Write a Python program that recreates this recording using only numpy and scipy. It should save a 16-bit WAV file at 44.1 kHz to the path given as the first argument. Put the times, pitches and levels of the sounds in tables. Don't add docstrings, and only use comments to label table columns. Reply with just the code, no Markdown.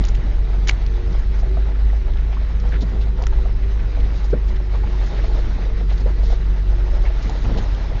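import sys
import numpy as np
from scipy import signal
from scipy.fft import rfft, irfft, next_fast_len
from scipy.io import wavfile
from scipy.ndimage import uniform_filter1d, map_coordinates

SR = 44100
rng = np.random.default_rng(int(sys.argv[2]) if len(sys.argv) > 2 else 0)


def transcribe(signal):
    frames = np.atleast_2d(signal).T
    limited = np.clip(frames, -1, 1)
    pcm = np.round(limited * 32767).astype(np.int16)
    wavfile.write(sys.argv[1], SR, pcm)


def level_to_linear(level):
    exponent = np.asarray(level, float) / 20
    return 10 ** exponent


N = 352800

# (time [s], looseness [dB])
LOOSENESS = [(0.0, 2), (0.4, 0), (0.96, 1.5), (1.3, 0), (2.16, -0.5), (2.76, 1), (3.03, 0), (3.76, -0.5),
             (4.17, 3), (4.4, -2), (4.8, 1.1), (5.12, 5), (5.7, 2), (6.6, 0.6), (6.9, 3), (7.35, 4.5),
             (7.72, 5), (8.0, 3.5)]
# (time [s], jolt [dB], length [s])
WHEEL_JOLTS = [(0.01, 14, 0.017), (0.23, 4.5, 0.14), (0.49, 2, 0.39), (1.11, 6.5, 0.096), (1.49, 3.5, 0.17),
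               (1.7, 2.5, 0.29), (2.0, -2, 0.073), (2.77, 5, 0.13), (2.94, 1, 0.11), (3.08, 1, 0.16),
               (3.25, 3, 0.16), (3.55, 0.5, 0.26), (3.83, 3.5, 0.092), (4.02, 5, 0.11), (4.34, 11, 0.061),
               (4.84, 1.5, 0.14), (5.17, 2.5, .15), (5.44, 2, 0.39), (5.6, 2.5, 0.19), (6.04, 2, 0.5),
               (6.66, 2, 0.066), (7.1, -5, .1), (7.27, 2.5, 0.1), (7.48, 8, 0.15), (7.59, 7, 0.12),
               (7.8, 1, 0.1), (7.93, 4, 0.12)]


def unit(x):
    return x / np.sqrt(np.mean(x ** 2) + 1e-20)


def curves(rows):
    s, *cols = np.transpose(rows)
    return [np.interp(np.arange(N) / SR, s, c) for c in cols]


def swells(rows):
    t = np.arange(0, N + 64, 64) / SR
    humps = sum(db * np.exp(-(2 * (t - s) / length) ** 2) for s, db, length in rows)
    return np.interp(np.arange(N) / SR, t, humps)


def wobble(rate):
    knots = rng.standard_normal(int(N * rate / SR) + 4)
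    return map_coordinates(knots, [np.arange(N) * rate / SR])


def coloured(x, spectrum):
    m = next_fast_len(N + 8192)
    hz, db = np.transpose(spectrum)
    log_hz = np.log(np.fft.rfftfreq(m, 1 / SR) + 1)
    gain = level_to_linear(np.interp(log_hz, np.log(hz + 1), db, left=-120, right=-120))
    return unit(irfft(rfft(x, m) * gain, m)[:N])


def gritty(patchy_db, per_s, spread_db, share):
    z = signal.stft(rng.standard_normal(N + 512), nperseg=512)[2]
    field = uniform_filter1d(rng.standard_normal(z.shape), size=6, axis=0)
    field = uniform_filter1d(field, size=6, axis=1)
    hiss = signal.istft(z * level_to_linear(patchy_db * unit(field)), nperseg=512)[1][:N]
    chance, size, sign = rng.random(N), rng.exponential(size=N), rng.standard_normal(N)
    cracks = (chance < per_s / SR) * sign * level_to_linear(spread_db * np.minimum(size, 4))
    return np.sqrt(1 - share) * unit(hiss) + np.sqrt(share) * unit(cracks)


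def resonant(x, hz, q):
    y = signal.lfilter(*signal.iirpeak(hz, max(q, .3), SR), x)
    return y / np.abs(y).max()


def add(track, s, x):
    track[round(s * SR):][:len(x)] += x


def engine():
    # (time [s], firing rate [Hz], drone level [dB])
    revs = [(0.0, 46.47, -16.5), (0.4, 46.93, -17), (0.8, 46.88, -17.5), (1.2, 48.24, -18.5),
            (1.6, 50.33, -14.5), (2.1, 50.57, -16.5), (3.1, 51.15, -16), (3.7, 50.7, -17.5),
            (4.0, 49.52, -16), (4.4, 49.18, -18), (5.2, 46.73, -16.5), (5.6, 46.7, -19.5),
            (6.0, 47.5, -14.5), (6.4, 47.98, -16), (6.8, 47, -16), (7.2, 46.15, -18), (8.0, 45.28, -19)]
    # (multiple of firing rate, level under the drone [dB])
    orders = [(2, -23), (3, -36), (3.8, -32), (5, -43), (6, -50)]
    teeth = (7.6, 9.57)
    coasting = (-50, -56)
    # (time [s], swell [dB], length [s])
    gear_loads = [
        [(0.12, 7, 0.25), (0.62, 4, 0.34), (1.0, 12.5, 0.24), (1.55, 11.5, 0.25), (2.05, 6, 0.15), (2.75, 3.5, 0.075), (3.0, 7.5, 0.35), (3.4, 9.5, 0.22), (3.68, 8.5, 0.17), (4.58, 9.5, 0.35), (4.95, 6.5, .35), (5.3, 7, 0.41), (5.7, 5.5, 0.32), (6.02, 7, 0.19), (6.35, 5.5, 0.41), (6.85, 9.5, 0.36), (7.1, 5, 0.087)],
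        [(0.5, 9, 0.34), (1.0, 13.5, 0.36), (1.6, 4.5, 0.35), (2.65, 10.5, 0.22), (3.0, 8, .2), (3.2, 8.5, .1), (3.42, 12, 0.12), (3.9, 10, 0.32), (4.85, 10.5, 0.23), (5.3, 14, .2), (5.75, 14, 0.37), (6.03, 10, 0.13), (6.3, 15.5, 0.16), (6.85, 6, .12), (7.3, 13, 0.15)],
    ]

    hz, drone_db = curves(revs)
    turn = 2 * np.pi * np.cumsum(hz) / SR
    drone = np.sin(turn - 1.3)
    for k, db in orders:
        drone += level_to_linear(db + 4.4 * wobble(5.1)) * np.sin(k * turn + k)
    whine = np.zeros(N)
    for k, db, rows in zip(teeth, coasting, gear_loads):
        whine_db = db + swells(rows) + 0.87 * wobble(18)
        whine += level_to_linear(whine_db) * np.sin(k * turn + 1.1 * wobble(15))
    unsteady_db = 1.22 * wobble(8) + 1.6 * wobble(25)
    return np.sqrt(2) * (level_to_linear(drone_db + unsteady_db) * drone + whine)


def road():
    # (time [s], swell [dB], length [s])
    heaves = [(0.11, 11.5, 0.14), (0.33, 12, 0.25), (.55, 5.5, 0.22), (.9, 3.5, .3), (1.2, 13.5, 0.19),
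              (1.42, 5, 0.18), (1.85, 4.5, 0.18), (2.15, 12.5, 0.35), (2.45, 3.5, 0.18), (2.7, 3, .2),
              (3.05, 6.5, 0.25), (3.35, 13, 0.33), (3.62, 9, 0.17), (3.85, 11, 0.12), (4.02, 13.5, 0.15),
              (4.35, -8, .1), (4.52, 8.5, 0.15), (4.9, 7, 0.15), (5.1, 5, 0.13), (5.3, 9.5, 0.24),
              (5.5, 9.5, 0.24), (5.75, 9, 0.18), (6.0, 7, .15), (6.25, 9, 0.33), (6.45, 6.5, 0.19),
              (6.72, 10, 0.1), (7.0, 13.5, 0.38), (7.43, 10, 0.11), (7.58, 15, 0.14), (7.93, 12, 0.12)]
    # (frequency [Hz], density [dB per Hz])
    boom_spectrum = [(4, -29), (14, -19.5), (24, -2), (38, -1.5), (56, -1), (63, -7.5), (80, -6.5),
                     (140, -58)]
    # (frequency [Hz], density [dB per Hz])
    roar_spectrum = [(53, -29.5), (90, -8), (97, -4), (225, -17.5), (311, -19), (360, -21.5), (411, -22),
                     (520, -29.5), (680, -57), (1140, -120)]

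    heave_db = swells(heaves)
    boom = level_to_linear(-26 + 0.27 * heave_db) * coloured(rng.standard_normal(N), boom_spectrum)
    shell_hz, wander_rad = 25.9, 1.5
    shell_phase = 2 * np.pi * shell_hz * np.arange(N) / SR + wander_rad * wobble(7.6)
    shell = np.sqrt(2) * level_to_linear(-30 + heave_db) * np.sin(shell_phase)
    roar_db = -36 + 0.4 * curves(LOOSENESS)[0] + swells(WHEEL_JOLTS)
    lumps = level_to_linear(0.34 * wobble(20))
    roar = unit(lumps * coloured(gritty(0.98, 300, 2.1, 0.092), roar_spectrum))
    return boom + shell + level_to_linear(roar_db) * roar


def gravel():
    # (frequency [Hz], density [dB per Hz])
    pan_spectrum = [(240, -30), (400, -1.5), (456, -5), (648, -1.5), (719, -6.5), (842, -3), (1040, -11),
                    (1400, -18.5), (1820, -45.5), (3080, -120)]
    # (frequency [Hz], density [dB per Hz])
    crunch_spectrum = [(650, -15.5), (1100, -2), (1370, 0), (1580, -1), (2030, 0), (2200, -2.5), (3090, -9),
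                       (3800, -19.5), (4940, -38), (8360, -120)]
    # (frequency [Hz], density [dB per Hz])
    grit_spectrum = [(1880, -25.5), (3200, -4), (3800, -1.5), (5150, -6), (6630, -11.5), (6980, -16),
                     (7300, -23.5), (9490, -57), (16100, -120)]

    loose_db, jolt_db = curves(LOOSENESS)[0], swells(WHEEL_JOLTS)
    bite = wobble(24)
    pan_db = -46.5 + loose_db + 0.46 * jolt_db + 1.6 * bite
    crunch_db = -47.5 + 0.78 * loose_db + 0.11 * jolt_db + 1.1 * bite
    grit_db = -54.5 + 1.2 * loose_db + 0.11 * jolt_db + 0.9 * bite
    pan = level_to_linear(pan_db) * coloured(gritty(2.6, 350, 3.5, 0.23), pan_spectrum)
    crunch = level_to_linear(crunch_db) * coloured(gritty(1.8, 700, 3.5, 0.14), crunch_spectrum)
    grit = level_to_linear(grit_db) * coloured(gritty(2.4, 900, 1.7, 0.13), grit_spectrum)
    return pan + crunch + grit


def ticks():
    # (time [s], peak level [dB], ring [Hz], dull part [dB])
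    trim = [(0.0392, -21.5, 3600, -13.5), (0.0473, -27, 2400, -23.5), (0.0497, -23, 5900, -5),
            (.052, -26, 3040, -15), (0.059, -30, 3600, -20), (.07, -30, 5000, -15),
            (0.083, -26.5, 4500, -4), (0.086, -21.5, 6100, -20), (.089, -31, 6300, -10),
            (0.1473, -30, 2520, -4), (0.151, -27.5, 2500, -7), (0.8637, -27, 4440, -7),
            (2.1358, -30.5, 3306, -10), (2.1718, -30, 3380, -15), (2.5998, -30, 4780, -12),
            (2.6908, -36, 5150, -12.5), (3.222, -25, 4760, -19), (3.2338, -35, 2420, -24),
            (3.2374, -27, 2804, -4), (3.333, -33.5, 2920, -8), (5.2408, -32, 3800, -13.5),
            (5.808, -43, 2467, 2), (7.2957, -23, 5630, -27), (7.7478, -27, 3380, -31),
            (7.992, -33, 2300, -8)]
    # (time [s], peak level [dB], ring [Hz], dull part [dB])
    crackle = [(0.672, -24, 1700, -1), (0.6738, -19.5, 6000, -8), (0.6743, -22, 3800, -3),
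               (0.676, -25, 2000, 0), (0.68, -27, 2480, -2), (.682, -25, 2300, -3), (0.6833, -10, 5800, -8),
               (.6855, -26, 2300, -3), (0.6882, -12, 2690, -12), (0.6898, -12, 4500, -6),
               (0.692, -19, 2937, -7), (0.6933, -1, 2370, -7), (0.6958, -15.5, 1800, -6),
               (.696, -12, 5470, -9), (0.698, -24, 2600, -10), (.6995, -28, 3000, -6),
               (0.703, -25, 3400, -7), (0.705, -32, 2500, -5), (0.7096, -24, 2370, -5),
               (0.7105, -21.5, 4050, -12), (.712, -28, 2500, -7), (3.2675, -18.5, 6250, 1),
               (3.269, -22, 1810, -6)]

    out, t = np.zeros(N + SR), np.arange(SR // 20) / SR
    for rows, t60 in [(trim, 0.018), (crackle, 0.01)]:
        for s, db, hz, dull_db in rows:
            step = 3.5 * np.exp(-t / .00005)
            snap = level_to_linear(-60 * t / t60) * rng.standard_normal(len(t)) - step
            bright = resonant(snap, hz, 3.3) + 0.25 * resonant(snap, hz=6000, q=0.28)
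            dull = level_to_linear(dull_db) * resonant(snap, hz=1680, q=0.53)
            add(out, s + 0.00043, level_to_linear(db - 2.5) * (bright + dull))
    return out[:N]


def knocks():
    # (time [s], peak level [dB], ring [Hz])
    stones = [(.178, -33, 523), (.796, -37, 673), (1.456, -32.5, 605), (1.688, -33, 795), (2.733, -31, 480),
              (3.185, -29, 550), (3.232, -32, 800), (3.49, -33, 750), (4.086, -35, 1044),
              (4.503, -35.5, 680), (5.106, -35, 703), (5.395, -31.5, 480), (5.659, -28, 460),
              (6.721, -28.5, 571), (6.878, -31, 612.4), (7.061, -28.5, 703), (7.098, -29, 705),
              (7.148, -40, 666), (7.451, -25.5, 850), (7.492, -27, 633), (7.51, -26, 476),
              (7.562, -22.5, 450), (7.63, -29, 710), (7.686, -34, 830), (7.717, -39, 830), (7.84, -32, 830),
              (1.144, -28.5, 640), (1.428, -27.5, 640), (1.57, -23.5, 662.6), (1.929, -26, 665.4),
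              (2.327, -29.5, 810), (2.368, -29.5, 1094), (2.633, -29, 810), (2.65, -28, 800),
              (2.823, -27, 570), (3.216, -25, 700), (3.326, -27, 855.7), (3.455, -25.5, 716),
              (3.973, -28, 660.4), (4.246, -31, 810), (4.744, -27, 633), (4.834, -27, 850),
              (5.129, -27, 593.6), (5.239, -23.5, 650), (5.58, -28, 600), (5.808, -27, 649.7),
              (5.913, -26.5, 713), (6.231, -26, 610), (6.3, -27.5, 628), (6.324, -23.5, 615),
              (6.932, -27.5, 620), (7.04, -28, 567.7), (7.295, -26, 740), (7.25, -30, 350),
              (2.262, -37, 716), (2.5, -32, 778.3), (3.01, -33.5, 830.2), (7.35, -25.5, 568),
              (7.583, -23, 830), (7.914, -29, 550)]
    # (time [s], peak level [dB], ring [Hz], t60 [s])
    after = [
        (0.6938, -26, 900, 0.01),
        (4.338, -20, 326, 0.12),
        (4.342, -20, 220, 0.15),
        (4.346, -28.5, 600, 0.083),
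        (6.065, -26, 500, 0.12),
    ]
    # (frequency [Hz], sharpness Q, level [dB])
    pan_modes = [(480, 8.5, 2.5), (660, 10, -6), (818, 28, -4.5)]
    # (time [s], peak level [dB], first pitch [Hz], last pitch [Hz], length [s])
    thuds = [
        (4.329, -10.5, 298, 632, 0.0142),
        (6.059, -20, 435, 555, 0.009),
    ]
    # (time [s], peak level [dB], frequency [Hz], t60 [s])
    sill_ring = (4.5, -29.5, 215, 0.23)

    out, t = np.zeros(N + SR), np.arange(SR // 4) / SR
    for s, db, hz, t60 in [(*row, 0.064) for row in stones] + after:
        fade = level_to_linear(-60 * t / t60) * (1 - np.exp(-t / 0.0011)) ** 2
        push = np.sin(2 * np.pi * hz * t) * fade / fade.max()
        rattle = resonant(resonant(fade * rng.standard_normal(len(t)), hz, 1.2), hz, 1.2)
        ring = np.zeros(len(t))
        for mode_hz, q, level_db in pan_modes:
            ring += level_to_linear(level_db) * signal.lfilter(*signal.iirpeak(mode_hz, q, SR), rattle)
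        blow = 0.48 * push + 0.89 * rattle + 1.5 * ring
        add(out, s - .0015, level_to_linear(db - 1.0) * blow / np.abs(blow).max())

    for s, db, first_hz, last_hz, length in thuds:
        u = np.linspace(0, 1, round(length * SR))
        swell = np.sin(np.pi * u ** 0.71) ** 0.89
        hz = first_hz + (last_hz - first_hz) * u
        add(out, s, -level_to_linear(db) * swell * np.sin(2 * np.pi * np.cumsum(hz) / SR))

    s, db, hz, t60 = sill_ring
    t = np.arange(SR // 2) / SR
    fade = level_to_linear(db - 60 * t / t60) * (1 - np.exp(-t / 0.0072))
    add(out, s, fade * np.sin(2 * np.pi * hz * t))
    return out[:N]


def sprays():
    # (time [s], level [dB], centre [Hz], length [s])
    handfuls = [(1.117, -49.5, 4270, 0.04), (1.383, -50, 5260, .05), (0.669, -36, 3020, .046),
                (1.744, -45, 1520, 0.028), (2.322, -44, 2330, 0.043), (2.717, -38, 1630, 0.072),
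                (2.805, -41, 4030, .04), (3.005, -45.5, 3428, 0.044), (3.616, -47.5, 2190, 0.068),
                (3.791, -42, 1790, 0.028), (3.997, -46, 3020, 0.025), (4.139, -50, 4430, .09),
                (4.24, -47, 4870, 0.029), (4.298, -49, 4540, 0.026), (4.476, -48, 3930, 0.038),
                (4.556, -45.5, 3020, 0.024), (5.165, -41, 1790, 0.059), (5.358, -52, 3800, .09),
                (5.893, -42, 2770, 0.033), (5.92, -45, 3660, .03), (5.974, -46, 4100, 0.022),
                (5.999, -47.5, 4770, .025), (7.409, -49, 4330, 0.08), (6.227, -45.5, 3970, 0.083),
                (6.293, -45, 3900, 0.092), (5.055, -49, 6000, 0.054), (7.219, -44, 4398, 0.035),
                (7.052, -39, 1930, 0.037), (7.57, -38, 3430, .04)]

    out = np.zeros(N + SR)
    for s, db, hz, length in handfuls:
        u = np.linspace(0, 1, round(length * SR))
        size_db = 2.3 * np.minimum(rng.exponential(size=SR // 10), 4)
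        grains = rng.standard_normal(SR // 10) * level_to_linear(size_db)
        rattle = unit(resonant(resonant(grains, hz, 1.3), hz, 1.3))[:len(u)]
        add(out, s, level_to_linear(db) * np.sin(np.pi * u ** 0.54) * rattle)
    return out[:N]


def pebbles():
    # (time [s], peak level [dB],
    # ring [Hz], t60 [s])
    raps = [(1.75, -33, 1530, .05), (1.9, -33, 1900, .03), (2.722, -28, 1714, .05), (2.74, -30, 1750, .06),
            (2.755, -33.5, 1450, .05), (4.331, -27, 1390, 0.053), (4.34, -36, 1590, .05),
            (7.053, -27, 1910, .06), (7.064, -30, 1750, .05), (7.447, -30, 2612, .03),
            (7.639, -31, 1900, .04), (.6934, -7.5, 2220, 0.012)]

    out, t = np.zeros(N + SR), np.arange(SR // 10) / SR
    for s, db, hz, t60 in raps:
        fade = level_to_linear(-60 * t / t60) * (1 - np.exp(-t / 0.00036))
        chatter = resonant(resonant(fade * rng.standard_normal(len(t)), hz, 2.9), hz, 2.9)
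        tap = fade * np.sin(2 * np.pi * hz * t)
        add(out, s, level_to_linear(db) * (0.55 * chatter - 0.57 * tap))
    return out[:N]


def thumps():
    # (time [s], peak level [dB], frequency [Hz])
    drops = [(1.103, -27, 150), (1.384, -31, 162), (2.317, -34, 152), (2.64, -26, 148), (2.73, -26, 154),
             (2.821, -20.5, 157), (2.933, -23, 150), (3.046, -28, 150), (3.333, -33.5, 215),
             (4.166, -33, 155), (4.87, -31, 168), (5.128, -30, 167), (5.34, -28.5, 300), (5.464, -25, 179),
             (5.554, -28.5, 150), (5.834, -32, 163), (6.058, -29, 150), (6.647, -37, 150),
             (7.249, -29, 190), (7.506, -25, 200), (7.562, -25.5, 169.3), (7.714, -32.5, 160),
             (7.799, -31, 203.2), (7.921, -38, 160)]

    out, t = np.zeros(N + SR), np.arange(SR // 4) / SR
    t60 = 0.12
    fade = level_to_linear(-60 * t / t60) * (1 - np.exp(-t / 0.0034)) ** 2
    for s, db, hz in drops:
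        push = np.sin(2 * np.pi * hz * t) * fade / fade.max()
        puff = resonant(resonant(fade * rng.standard_normal(len(t)), hz, 1.5), hz, 1.5)
        blow = 0.55 * push + puff
        add(out, s - .003, level_to_linear(db) * blow / np.abs(blow).max())
    return out[:N]


def scene():
    cabin = engine() + road() + gravel()
    hits = ticks() + knocks() + sprays() + pebbles() + thumps()
    return (cabin + hits)[None]


def coarse_treble(x, low_hz, step_db, rise_db):
    hop = round(.064 * SR)
    k = np.arange(round(low_hz * 2 * hop / SR), round(8000 * 2 * hop / SR))
    n = np.arange(2 * hop) + .5
    window = np.sqrt(2 / hop) * np.sin(np.pi * n / (2 * hop))
    basis = window * np.cos(np.pi / hop * np.outer(k + .5, n + hop / 2))
    padded = np.pad(x, (hop, 2 * hop - N % hop)).reshape(-1, hop)
    parts = np.hstack([padded[:-1], padded[1:]]) @ basis.T
    uneven = np.repeat(rng.standard_normal((len(parts), len(k) // 24 + 1)), 24, axis=1)[:, :len(k)]
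    step = level_to_linear(step_db + rise_db * np.linspace(0, 1, len(k)) + 3.5 * uneven)
    rounded = np.sign(parts) * np.floor(np.abs(parts) / step + 0.29) * step
    error = (rounded - parts) @ basis
    return x + (error[:-1, hop:] + error[1:, :hop]).ravel()[:N]


def top_cut(x):
    return signal.sosfilt(signal.butter(12, 9000, fs=SR, output="sos"), x)


def record(dry):
    # (frequency [Hz], level [dB])
    carriers = [(3900, -46), (7400, -77), (7800, -60), (8200, -64), (8600, -86)]

    wall = signal.ellip(12, .5, 105, 7066, fs=SR, output="sos")
    settled = signal.sosfilt_zi(wall)[:, None] * dry[0, 0]
    narrow = signal.sosfilt(wall, dry, zi=settled)[0]
    leak_band = signal.ellip(6, .5, 85, [7300, 8300], "bandpass", fs=SR, output="sos")
    leak = signal.sosfilt(leak_band, dry - dry[:, :1])
    stored = coarse_treble((narrow + level_to_linear(-21) * leak)[0], low_hz=4200, step_db=-56.5, rise_db=8)
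    drone_band = signal.butter(2, [16, 90], "bandpass", fs=SR, output="sos")
    drone = signal.sosfiltfilt(drone_band, stored)
    t = np.arange(N) / SR
    mirrors = drone * sum(level_to_linear(db) * np.cos(2 * np.pi * hz * t) for hz, db in carriers)
    return top_cut((stored + mirrors)[None])


dry = scene()
out = record(dry)
transcribe(out)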